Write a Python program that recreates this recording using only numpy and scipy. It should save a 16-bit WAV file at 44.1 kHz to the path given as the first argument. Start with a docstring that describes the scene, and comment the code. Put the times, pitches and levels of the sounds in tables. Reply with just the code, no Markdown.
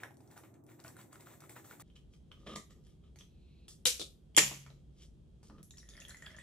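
"""Noodles in a paper cup, then a drink can opened and poured

Chopsticks stir sticky noodles: shaped noise squelches and crackles, damped rings and noise bursts tap.
After a cut, fingers click on a can on the table amid rustling noise, and the tab tears open in two pulls:
snaps ring the can's modes, coloured noise hisses as gas, and a low sine hums. The drink splashes into a
glass as rings of rising pitch, random bubble pops and fizz. A small, quiet bedroom answers with decaying
echoes over room tone."""
import sys
import numpy as np
from scipy import signal
from scipy.fft import rfft, irfft
from scipy.io import wavfile

SR = 44100
rng = np.random.default_rng(int(sys.argv[2]) if len(sys.argv) > 2 else 0)


def int16_out(signal):
    """Quantize to a 16-bit WAV file."""
    q = np.round(np.clip(np.atleast_2d(signal).T, -1, 1) * 32767)
    wavfile.write(sys.argv[1], SR, q.astype(np.int16))


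N = 283122

CUT_S = 1.823   # the stirring and its room tone end here
CUTOFF_HZ = 16000

# tears of the tab's score line: start_s, ring_db, pitch_hz, mid_snap_db, treble_db, body_db, left_minus_right_db
TEARS = [(3.854, -30.5, 3700, -36, -18.5, -50, 9.5), (3.8558, -22.5, 3120, -25, -20.5, -54, 6.5),
         (3.8579, -16, 3860, -25.5, -24, -40.5, 6), (3.996, -37.5, 4800, -37, -32.5, -53, -1),
         (4.0154, -34.5, 3700, -28.5, -42.5, -44, 5.5), (4.3659, -25.5, 3410, -22, -9.5, -39.5, -8.5),
         (4.375, -26, 2200, -24, -20, -34, 2.5), (4.3767, -17, 3240, -9, -13.5, -16, 9.5),
         (4.3831, -18.5, 1840, -8, -12.5, -26.5, 1.5)]
# small bubbles burst: start_s, peak_db, pitch_hz
BURSTS = [(5.6298, -40, 10940), (5.708, -43, 6800), (5.773, -45, 6900), (5.783, -38.5, 5640),
          (5.8901, -38, 6550), (5.968, -45, 5050), (6.002, -39, 6560), (6.0835, -37.5, 10230),
          (6.0952, -38, 6900), (6.1701, -44, 6860), (6.223, -44, 7150), (6.2617, -46, 4700),
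          (6.366, -47, 6640), (6.39, -48, 8000)]
# hands and sleeves move, the can slides: full_strength_s, swell_s, hold_s, cloth_db, table_rub_db, skin_db,
# table_boom_db
MOVEMENTS = [(1.88, 0.061, .01, -82, -97, -85, -92), (1.956, 0.0047, 0.0031, -66, -76, -67.5, -99),
             (2.134, 0.036, .01, -89, -83, -72, -97), (2.314, 0.0017, 0.0023, -72, -65.5, -93, -101),
             (2.398, 0.087, 0.077, -78, -70.5, -79, -67), (2.465, 0.0037, 0.069, -57, -48, -62.5, -59),
             (2.556, 0.0018, 0.0028, -58, -51, -51.5, -55), (2.702, 0.012, 0.023, -72, -67.5, -76, -75),
             (2.778, 0.056, 0.0079, -98, -80, -83, -63.5), (2.85, 0.034, 0.069, -79.5, -83, -78.5, -95),
             (3.039, .02, 0.038, -79, -75, -89, -86), (3.201, .015, 0.0068, -71, -69, -65, -102),
             (3.682, 0.0025, 0.032, -81, -76.5, -55.5, -99), (4.766, .04, .04, -88.5, -80, -90, -97),
             (5.025, .08, .01, -65.5, -73, -62, -95), (5.433, 0.0093, .05, -78, -79.5, -70, -85),
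             (5.497, 0.0031, 0.07, -93, -66.5, -84, -60.5), (5.58, .003, 0.0068, -73.5, -63.5, -86, -60.5)]
# correlation of left and right: frequency_hz, likeness (1 = identical)
STEREO_LIKENESS = [(30, 0.84), (60, 0.86), (125, 0.94), (300, 0.57), (700, 0.2), (2000, 0.1), (8000, 0.3)]


def amp(db):
    """Level to gain: 20 dB is a factor of ten in amplitude."""
    return 10 ** (np.asarray(db) / 20)


def unit(x):
    """Normalization: scale to rms 1."""
    return x / np.sqrt(np.mean(x ** 2) + 1e-20)


def levels(rows):
    """Envelopes: gains interpolated in dB along a curve table, silent outside it."""
    times_s, *columns = np.transpose(rows)
    t = np.arange(N) / SR
    return [amp(np.interp(t, times_s, column, -200, -200)) for column in columns]


def at_hz(points, hz):
    """Logarithmic frequency scale: read a curve at hz, interpolating along log frequency."""
    points_hz, values = np.transpose(points)
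    return np.interp(np.log(hz), np.log(points_hz), values)


def colour(x, spectrum):
    """Spectral shaping: weight each frequency of a noise by a curve in dB; rms 1."""
    hz = np.maximum(np.fft.rfftfreq(x.shape[-1], 1 / SR), 1)
    return unit(irfft(rfft(x) * amp(at_hz(spectrum, hz)), x.shape[-1]))


def wide_noise(spectrum):
    """Interaural correlation: mid and side noise set how alike the two sides are at each frequency."""
    hz = np.maximum(np.fft.rfftfreq(N, 1 / SR), 1)
    alike = np.clip(at_hz(STEREO_LIKENESS, hz), -1, 1)
    mid, side = rfft(rng.standard_normal((2, N)))
    stereo = np.sqrt(1 + alike) * mid + np.sqrt(1 - alike) * side * [[1], [-1]]
    return colour(irfft(stereo, N), spectrum)


def grains(per_s, spread_db, smooth):
    """Shot noise: random clicks of uneven size over a share of smooth noise."""
    sizes = amp(spread_db * np.minimum(rng.exponential(1, N), 4)) * rng.standard_normal(N)
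    clicks = sizes * (rng.random(N) < per_s / SR)
    return unit(clicks) + smooth * rng.standard_normal(N)


def ring(x, hz, t60):
    """Modal resonance: a unit click sets a sine of height 1 ringing, falling 60 dB in t60 seconds."""
    radius, angle = amp(-60 / (t60 * SR)), 2 * np.pi * hz / SR
    return signal.lfilter([0, np.sin(angle)], [1, -2 * radius * np.cos(angle), radius ** 2], x + 1e-18)


def bubbles(per_s, low_hz, high_hz, cycles, spread_db):
    """Bubble resonance: random pops, each dealt one of 24 pitches and damped over some cycles; rms 1."""
    pops, dealt = grains(per_s, spread_db=spread_db, smooth=0), rng.integers(0, 24, N)
    pitches_hz = np.geomspace(low_hz, high_hz, 24)
    return unit(sum(ring(pops * (dealt == k), hz, cycles / hz) for k, hz in enumerate(pitches_hz)))


def place(out, start_s, db, wave):
    """Superposition: add a short wave at start_s with its peak at db."""
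    i = round(start_s * SR)
    out[..., i:i + len(wave)] += (amp(db)[..., None] * wave / np.abs(wave).max())[..., :N - i]


def add(out, start_s, db, hz, cycles, rough, rise=0.):
    """Damped oscillation: a noise-roughened ring falls 60 dB in some cycles; rise lifts its pitch."""
    t = np.arange(2048) / SR
    wave = np.sin(2 * np.pi * hz * t * (1 + rise * hz * t)) + rough * rng.standard_normal(len(t))
    wave *= np.exp(-np.log(1000) * t * hz / cycles)
    place(out, start_s, db, wave)


def snap(out, start_s, db, low_hz, high_hz, ms):
    """Impact noise: a band-limited burst whose source decays 60 dB in ms milliseconds."""
    t = np.arange(1024) / SR
    burst = rng.standard_normal(len(t)) * amp(-60000 * t / ms)
    burst[0] = 3   # the first contact is a clean click
    band = signal.butter(2, [low_hz, high_hz], "band", fs=SR, output="sos")
    place(out, start_s, db, signal.sosfilt(band, burst))


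def strokes(full_s, swell_s, hold_s, db, fall_db_s):
    """Energy addition: gains that swell, hold and fall at a steady dB rate sum in power."""
    swell_db = 25   # rise over one swell time
    power = np.zeros(N)
    for full, swell, hold, level, fall in np.broadcast(full_s, swell_s, np.maximum(hold_s, 0), db, fall_db_s):
        first = max(int((full - 2 * swell) * SR), 0)
        i = np.arange(first, min(int((full + hold + .5) * SR), N))
        t = i / SR - full
        rising_db = swell_db * np.minimum(t, 0) / swell
        falling_db = fall * np.maximum(t - hold, 0)
        power[i] += amp(level + rising_db - falling_db) ** 2
    return np.sqrt(power)


def stirring():
    """Stick-slip and impact: noodles squelch on paper and part with wet crackle; the sticks tap."""
    # strokes through the noodles: full_strength_s, swell_s, hold_s, squelch_db, crackle_db
    stir_strokes = [(0.002, 0.0035, 0.01, -59.5, -63), (0.031, 0.0011, 0.0036, -51, -88),
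                    (0.107, .01, 0.0089, -80, -82), (0.193, 0.022, 0.11, -81, -78),
                    (0.313, 0.026, 0.014, -66.5, -66), (0.365, 0.011, 0.01, -59.5, -63),
                    (0.436, 0.0073, 0.013, -64, -69.5), (0.542, 0.0083, 0.0072, -72, -83),
                    (0.697, 0.042, 0.018, -67, -66.5), (0.794, .02, .01, -66, -69),
                    (0.845, .002, 0.0091, -59.5, -64), (0.867, .04, 0.0047, -59.5, -60.5),
                    (0.989, 0.057, 0.013, -58.5, -62), (1.127, 0.034, 0.029, -65, -65.5),
                    (1.2, 0.015, 0.022, -65, -65), (1.262, .02, 0.076, -63.5, -63.5),
                    (1.405, 0.013, .05, -67, -67.5), (1.494, 0.0049, 0.013, -62, -58),
                    (1.56, 0.011, 0.011, -55, -58.5), (1.647, 0.013, 0.013, -64, -59),
                    (1.707, 0.061, .02, -59, -60), (1.803, 0.017, 0.026, -60.5, -57.5)]
    # squelch along the cup wall: frequency_hz, relative_level_db
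    cup_spectrum = [(290, -16), (500, 17), (927, 5), (1410, 8), (2060, 9.5), (3080, 3), (4000, 3.5),
                    (5200, -61), (8800, -120)]
    # crackle of sticky strands: frequency_hz, relative_level_db
    sticky_spectrum = [(1470, -67), (2500, -47), (3070, -14), (3480, -3.5), (5130, -10.5), (7610, 1.5),
                       (9880, -7), (14000, 2), (16000, -3), (16500, -43)]
    # sticks tap the cup wall: start_s, peak_db, pitch_hz, treble_relative_to_peak_db
    wall_taps = [(0.035, -29.5, 1680, -34), (0.108, -48, 830, -21), (0.205, -53, 860, -9),
                 (0.303, -61, 724, -8), (0.377, -45, 1310, -2), (0.437, -50, 1110, -18),
                 (0.793, -57, 885, -4), (0.848, -42, 1480, -14), (0.85, -45, 670, -30),
                 (0.967, -45.5, 1460, 1), (0.992, -49, 1290, -4), (1.13, -47, 1240, 5),
                 (1.157, -44.5, 1400, -20), (1.271, -43, 1320, -26), (1.421, -48.5, 1270, -12),
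                 (1.439, -46.5, 1250, -5), (1.495, -45, 2070, 1.5), (1.567, -48, 1330, -17),
                 (1.711, -41.5, 1420, -24), (1.798, -45, 1190, 2)]
    # single strands let go: start_s, peak_db, pitch_hz
    strand_ticks = [(0.109, -67, 7550), (0.1421, -59, 6380), (0.17, -51.5, 7100), (0.209, -59, 6400),
                    (0.276, -56.5, 7100), (0.3132, -51, 7630), (0.3716, -57, 8110), (0.3773, -44, 7700),
                    (0.5412, -56, 6100), (0.639, -54, 12700), (0.666, -52, 9050), (0.801, -48, 6600),
                    (0.84, -42, 7700), (0.863, -45, 7820), (0.88, -36.5, 7200), (0.9867, -56, 8070),
                    (1.0136, -46, 7580), (1.1279, -58, 6450), (1.1275, -50, 7080), (1.2062, -60, 12800),
                    (1.208, -47, 7400), (1.4052, -42, 8000), (1.4975, -45, 12700), (1.6497, -57, 7980),
                    (1.805, -38, 8360)]
    squelch_fall_db_s, crackle_fall_db_s = 317, 225

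    full_s, swell_s, hold_s, squelch_db, crackle_db = np.transpose(stir_strokes)
    squelch = bubbles(4000., 800, 3500, cycles=14.0, spread_db=3.0) + rng.standard_normal(N)
    out = strokes(full_s, swell_s, hold_s, squelch_db, squelch_fall_db_s) * colour(squelch, cup_spectrum)
    crackle = colour(grains(6000., spread_db=2.5, smooth=1.2), sticky_spectrum)
    out += strokes(full_s, swell_s, hold_s, crackle_db, crackle_fall_db_s) * crackle
    for start_s, db, hz, treble_db in wall_taps:
        add(out, start_s, db, hz, cycles=18.0, rough=0.22)
        snap(out, start_s, db - 15.0, 2340, 3750, ms=8.7)
        snap(out, start_s, db + treble_db, 7600, 10700, ms=9.8)
    for start_s, db, hz in strand_ticks:
        snap(out, start_s, db, 0.62 * hz, min(1.6 * hz, CUTOFF_HZ), ms=12.0)
    return out * (np.arange(N) < CUT_S * SR)


def opening():
    """Modal excitation: each tear is a sharp broad snap that also rings the can; stereo."""
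    # modes of the can, damped by the hand: frequency_hz, relative_level_db, t60_s
    can_modes = [(1820, -25, .03), (2470, -22.5, .03), (3490, -5, 0.11), (5230, -13, .03), (5910, 9, 0.017),
                 (7190, 12, 0.033), (10480, -4, .02)]
    can_db = -36   # added to the level of every mode

    out, sides = np.zeros((2, N)), np.array([.5, -.5])
    for start_s, db, hz, mid_db, treble_db, body_db, pan_db in TEARS:
        add(out, start_s, db + pan_db * sides, hz, cycles=51.0, rough=0.017)
        snap(out, start_s, mid_db + pan_db * sides, 1900, 9900, ms=5.3)
        snap(out, start_s, treble_db + pan_db * sides, 6400, 11000, ms=9.1)
        snap(out, start_s, body_db, 160, 1200, ms=16.0)
    snaps = out.mean(axis=0)
    return out + sum(amp(can_db + db) * ring(snaps, hz, t60) for hz, db, t60 in can_modes)


def hissing():
    """Turbulent jet noise: a wide quick puff over a slower trail; droplets in the slit make it sputter."""
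    # gas rushes out after a tear: start_s, hold_s, puff_db, trail_db, trail_fall_db_per_s
    gas_rushes = [(3.864, 0.011, -27, -30, 199), (3.997, .02, -43, -47, 234.5),
                  (4.38, .002, -20.5, -28, 139.5)]
    # one spectrum for each rush: frequency_hz, relative_level_db
    gas_spectra = [
        [(180, -40.5), (300, -13.5), (457, -19), (494, 1.5), (718, -43.5), (776, -19), (879, -25.5),
         (1450, -14.5), (2130, -16), (2240, -6), (2910, -4.5), (4100, -3), (4580, -4.5), (5780, -0.5),
         (12400, -12), (16100, -43), (22000, -120)],
        [(180, -17), (300, -2.5), (416, 2.5), (457, -11), (509, 5.5), (980, -40), (1300, -6), (1690, -33),
         (3740, 3.5), (4440, -4), (7420, -9.5), (11300, -18), (12400, -43), (16100, -77), (22000, -120)],
        [(120, -33), (200, 1), (234, -18.5), (324, -8.5), (379, -16.5), (554, -7), (705, -19), (824, -11.5),
         (1590, -10), (2400, 0), (3280, -2.5), (3970, -8), (7010, -1), (8480, -11), (12000, -20.5),
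         (13200, -44.5), (16100, -55), (22000, -120)],
    ]
    swell_s, puff_fall_db_s = .003, 402.5
    sputter_db = 1.8   # rms swing of the level

    lowpass = signal.butter(2, 300., fs=SR, output="sos")
    slow = signal.sosfilt(lowpass, rng.standard_normal(N))
    gas = np.zeros((2, N))
    for (start_s, hold_s, puff_db, trail_db, trail_fall), spectrum in zip(gas_rushes, gas_spectra):
        gain = strokes(start_s, swell_s, hold_s, [puff_db, trail_db], [puff_fall_db_s, trail_fall])
        gas += gain * wide_noise(spectrum)
    return amp(sputter_db * unit(slow)) * gas


def humming():
    """Low resonance: the full can's tone swells in after the last tear and dies slowly."""
    # hum of the full can: frequency_hz, level_db, t60_s
    can_hum = (138, -46, 2.1)
    hz, db, t60 = can_hum
    t = np.maximum(np.arange(N) / SR - TEARS[-1][0], 0)
    return amp(db - 60 * t / t60) * np.sin(2 * np.pi * hz * t) * (1 - np.exp(-t / .02))


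def drops():
    """Bubble resonance: each drop lands with a tick and its trapped air rings with rising pitch."""
    # drops in the glass: start_s, peak_db, pitch_hz
    gulps = [(5.7091, -46.5, 3750), (5.739, -58.5, 1860), (5.7703, -57.5, 3270), (5.78, -71, 1720),
             (5.83, -53.5, 1900), (5.8885, -50.5, 3480), (5.9537, -52, 2090), (5.9774, -47.5, 1900),
             (6.051, -40.5, 3260), (6.02, -46, 2660), (6.093, -48, 1710), (6.1092, -49.5, 1510),
             (6.1459, -42.5, 1970), (6.2235, -40, 1870), (6.265, -38.5, 3300), (6.27, -44, 1630),
             (6.305, -48.5, 2000), (6.3469, -48.5, 1730), (6.3861, -41.5, 1870)]
    out = np.zeros(N)
    for start_s, db, hz in gulps:
        add(out, start_s, db, hz, cycles=45.0, rough=0.1, rise=0.001)
        snap(out, start_s, db - 17, 470, 6500, ms=6.0)
    for start_s, db, hz in BURSTS:
        add(out, start_s, db, hz, cycles=30.0, rough=.12, rise=0.002)
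        snap(out, start_s, db - 8.5, 3800, 11000, ms=6.1)
    return out


def pouring():
    """Bubble entrainment: the stream traps bubbles of many sizes in the glass; foam fizzes in patches."""
    # flow of the stream: time_s, splash_db, fizz_db
    stream = [(5.62, -106, -98), (5.7, -106, -95), (5.84, -81, -79), (6.02, -61, -68), (6.07, -70, -83),
              (6.1, -59, -78), (6.18, -75.5, -83), (6.23, -63, -75.5), (6.42, -64, -84)]
    # splash noise: frequency_hz, relative_level_db
    splash_spectrum = [(290, -52), (500, 8), (641, 10.5), (960, -30), (1840, 15), (2390, -13), (3380, 11.5),
                       (3740, -7), (4500, -7), (5850, -19), (9900, -120)]
    # fizz noise: frequency_hz, relative_level_db
    fizz_spectrum = [(2470, -29.5), (4200, -24), (6600, -17), (8620, -6), (10300, 4), (12300, -15),
                     (13700, -28), (15000, -35)]
    foam_under_db, foam_fall_db_s = 30.5, 304   # each burst leaves a patch of fizz this far under its peak

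    splash_gain, fizz_gain = levels(stream)
    trapped = bubbles(1200., 1250, 3900, cycles=40.0, spread_db=4.5)
    water = colour(rng.standard_normal(N), splash_spectrum)
    splash = splash_gain * unit(trapped + 1.2 * water)

    burst_s, burst_db, _ = np.transpose(BURSTS)
    fizz_gain = fizz_gain + strokes(burst_s, .002, 0, burst_db - foam_under_db, foam_fall_db_s)
    pops = bubbles(2300.0, 3560, 11900, cycles=53.0, spread_db=13.0)
    foam = colour(grains(5000., spread_db=0.0, smooth=0.43), fizz_spectrum)
    return splash + fizz_gain * unit(pops + 0.64 * foam)


def handling():
    """Impact: fingers tick on the can as a short ring in a broad click, with a knock through the table."""
    # nails and fingers touch can and table: start_s, ring_db, pitch_hz, click_db, treble_db, table_knock_db
    touches = [(1.901, -58.5, 3140, -79, -81, -83), (1.9638, -49.5, 3070, -63, -82, -77),
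               (2.137, -56, 3200, -61, -66, -77), (2.3166, -42.5, 3120, -67, -83, -52),
               (2.4711, -48.5, 3040, -57, -74, -39.5), (2.5599, -40.5, 1200, -35, -36, -38),
               (2.7069, -60.5, 1880, -56, -51.5, -71), (2.8674, -67.5, 3160, -70, -60, -67),
               (3.0385, -70, 1280, -65, -88, -80), (3.1592, -54, 6400, -54, -51, -59.5),
               (3.1882, -47, 6040, -52, -47, -86), (3.2098, -45, 3300, -62, -67, -67),
               (3.682, -44.5, 3470, -49.5, -40, -58.5), (4.348, -45, 3170, -50, -51, -69),
               (4.5137, -53.5, 2630, -50, -52, -38.5), (4.664, -55, 2260, -53, -73, -46),
               (4.7031, -52.5, 3980, -58, -67.5, -53.5), (5.4303, -65, 4680, -65, -51, -55.5),
               (5.4988, -62, 1506, -60, -74, -49), (5.5832, -61, 1300, -57, -61.5, -60)]
    out = np.zeros(N)
    for start_s, ring_db, hz, click_db, treble_db, knock_db in touches:
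        add(out, start_s, ring_db, hz, cycles=30.0, rough=.08)
        snap(out, start_s, click_db, 2000, 5000, ms=7.)
        snap(out, start_s, treble_db, 5000, 11000, ms=3.4)
        snap(out, start_s, knock_db, 210, 1500, ms=12.0)
    return out


def rustling():
    """Friction noise: cloth and skin rustle and the can drags on the table, as uneven coloured grains."""
    # rustle of cloth: frequency_hz, relative_level_db
    cloth_spectrum = [(880, -56), (1500, -16), (1740, -13), (1910, -12.5), (2260, -8), (2560, -10.5),
                      (3090, 0.5), (3410, -1), (3990, -5.5), (4660, -42.5), (5200, -12.5), (6760, -52.5),
                      (11400, -120)]
    # can rubbing on the table: frequency_hz, relative_level_db
    table_spectrum = [(88, -44), (150, 0.5), (211, 12), (270, -8), (535, 1), (735, -16), (1000, -18),
                      (1230, 2.5), (1470, -23), (1930, -19.5), (2500, -51), (3250, -49.5), (5500, -120)]
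    # rustle of skin: frequency_hz, relative_level_db
    skin_spectrum = [(2820, -24), (4800, -2.5), (10300, -8.5), (12400, -18.5), (12800, -17), (13100, -31),
                     (14000, -21)]
    cloth_fall_db_s, rub_fall_db_s, skin_fall_db_s = 445, 345, 348.5

    full_s, swell_s, hold_s, cloth_db, rub_db, skin_db, _ = np.transpose(MOVEMENTS)
    cloth = colour(grains(3500.0, spread_db=11.0, smooth=4.5), cloth_spectrum)
    table = colour(grains(900.0, spread_db=4.0, smooth=0.25), table_spectrum)
    skin = colour(grains(4000., spread_db=6, smooth=0.8), skin_spectrum)
    out = cloth * strokes(full_s, swell_s, hold_s, cloth_db, cloth_fall_db_s)
    out += table * strokes(full_s, swell_s, hold_s, rub_db, rub_fall_db_s)
    return out + skin * strokes(full_s, swell_s, hold_s, skin_db, skin_fall_db_s)


def booming():
    """Structure-borne sound: low band noise in the table top follows the movements."""
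    boom_fall_db_s = 300
    full_s, swell_s, hold_s, *_, boom_db = np.transpose(MOVEMENTS)
    band = signal.butter(2, [130, 330], "band", fs=SR, output="sos")
    boom = unit(signal.sosfilt(band, rng.standard_normal(N)))
    return boom * strokes(full_s, swell_s, hold_s, boom_db, boom_fall_db_s)


def brushing():
    """Friction noise: a sleeve brushes as smooth noise in two soft bands once the arm starts to move."""
    # one long brush: full_strength_s, swell_s, hold_s, level_db, fall_db_per_s
    sleeve = (3.52, .7, .13, -77, 300)
    # brush of the sleeve: frequency_hz, relative_level_db
    sleeve_spectrum = [(1500, -43), (2200, -13), (2600, -3), (3200, -13), (4100, -2), (4700, -17),
                       (8000, -30)]
    start_s = 3.22
    brush = strokes(*sleeve) * colour(rng.standard_normal(N), sleeve_spectrum)
    return brush * (np.arange(N) > start_s * SR)


def room(x):
    """Reverberation: dense echoes, partly different at each side, decay exponentially band by band."""
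    # decay: frequency_hz, t60_s
    decay_times = [(200, 0.12), (700, 0.24), (2000, 0.26), (5000, 0.29), (10000, 0.22), (15000, 0.6)]
    # initial strength of the echoes: frequency_hz, relative_level_db
    echo_colour = [(200, 12), (500, 3), (1000, 0.5), (2000, 1.5), (4000, -1), (7000, 8), (11000, 4),
                   (13500, -3.5), (16000, -15)]
    room_db, first_echo_s = 4, 0.002

    t = np.arange(SR // 2) / SR
    edges_hz = 80 * 2 ** np.arange(0, 8, .5)   # half-octave bands
    tail, white = 0, rng.standard_normal((2, 2, len(t)))   # two pairs of mid and side
    for k, (low, high) in enumerate(zip(edges_hz, edges_hz[1:])):
        hz = np.sqrt(low * high)
        bandpass = signal.butter(2, [low, high], "band", fs=SR, output="sos")
        mid, side = signal.sosfilt(bandpass, white[k % 2])
        alike = np.clip(at_hz(STEREO_LIKENESS, hz), -1, 1)
        band = np.sqrt(1 + alike) * mid + np.sqrt(1 - alike) * side * [[1], [-1]]
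        tail = tail + band * amp(at_hz(echo_colour, hz) - 60 * t / at_hz(decay_times, hz))
    tail = tail * np.clip(t / first_echo_s, 0, 1) ** 27.0   # nearly silent until the first wall answers
    tail = tail / np.sqrt(np.sum(tail ** 2) / 2)
    return amp(room_db) * signal.fftconvolve(x, tail[None], axes=2)[..., :N]


def room_tone():
    """Stationary background noise: rumble and hiss with a faint tone, different on each side of the cut."""
    # tone before the cut: frequency_hz, relative_level_db
    tone_before = [(12, -70), (42, -55), (64, -9.5), (124, 4.5), (188, -6.5), (347, -1.5), (464, -15),
                   (702, -13.5), (938, -22.5), (1400, -30), (1950, -50), (3300, -120)]
    # tone after the cut: frequency_hz, relative_level_db
    tone_after = [(12, -38.5), (20, -18.5), (58, 4.5), (106, -8.5), (152, -3), (294, -16.5), (365, -15),
                  (582, -27.5), (928, -37), (2110, -45.5), (3270, -39), (4810, -46), (8320, -48),
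                  (11600, -55.5), (14000, -66.5)]
    # steady whines before and after the cut: frequency_hz, level_db
    whines = [(6400, -115), (3250, -92)]
    before_db, after_db = -59.5, -58.5

    t = np.arange(N) / SR
    fade = np.clip((t - CUT_S) / 0.0026, 0, 1)
    whine_before, whine_after = [amp(db) * np.sin(2 * np.pi * hz * t) for hz, db in whines]
    before = amp(before_db) * wide_noise(tone_before) + whine_before
    after = amp(after_db) * wide_noise(tone_after) + whine_after
    return before * (1 - fade) + after * fade


def scene():
    """Propagation delay: near sources stand closer to the left, so the right side hears them later."""
    right_lag_s = .00005
    # share of each sound that the room returns
    cup_send_db, tab_send_db, finger_send_db, liquid_send_db, rustle_send_db = -10, -9.5, -2.5, -6, -16.5

    cup = np.tile(stirring(), (2, 1))
    tab, fingers = opening(), handling()
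    liquid = drops() + pouring()
    rustle = rustling() + booming() + brushing()
    near = humming() + cup + tab + fingers + liquid + rustle
    near[1] = np.interp(np.arange(N) - right_lag_s * SR, np.arange(N), near[1])

    far = amp(tab_send_db) * tab + amp(finger_send_db) * fingers
    far += amp(liquid_send_db) * liquid + amp(rustle_send_db) * rustle
    cup_echoes, far_echoes = room(np.stack([amp(cup_send_db) * cup, far]))
    cup_echoes = cup_echoes * (np.arange(N) < CUT_S * SR)   # the cut ends these echoes
    return near + hissing() + cup_echoes + far_echoes + room_tone()


def record(dry):
    """Saturation and band limiting: the loudest peaks are rounded, then the top is cut."""
    rounded = .95 * np.tanh(dry / .95)
    lowpass = signal.cheby2(12, 70, CUTOFF_HZ + 700, fs=SR, output="sos")
    return signal.sosfilt(lowpass, rounded)


dry = scene()
out = record(dry)
int16_out(out)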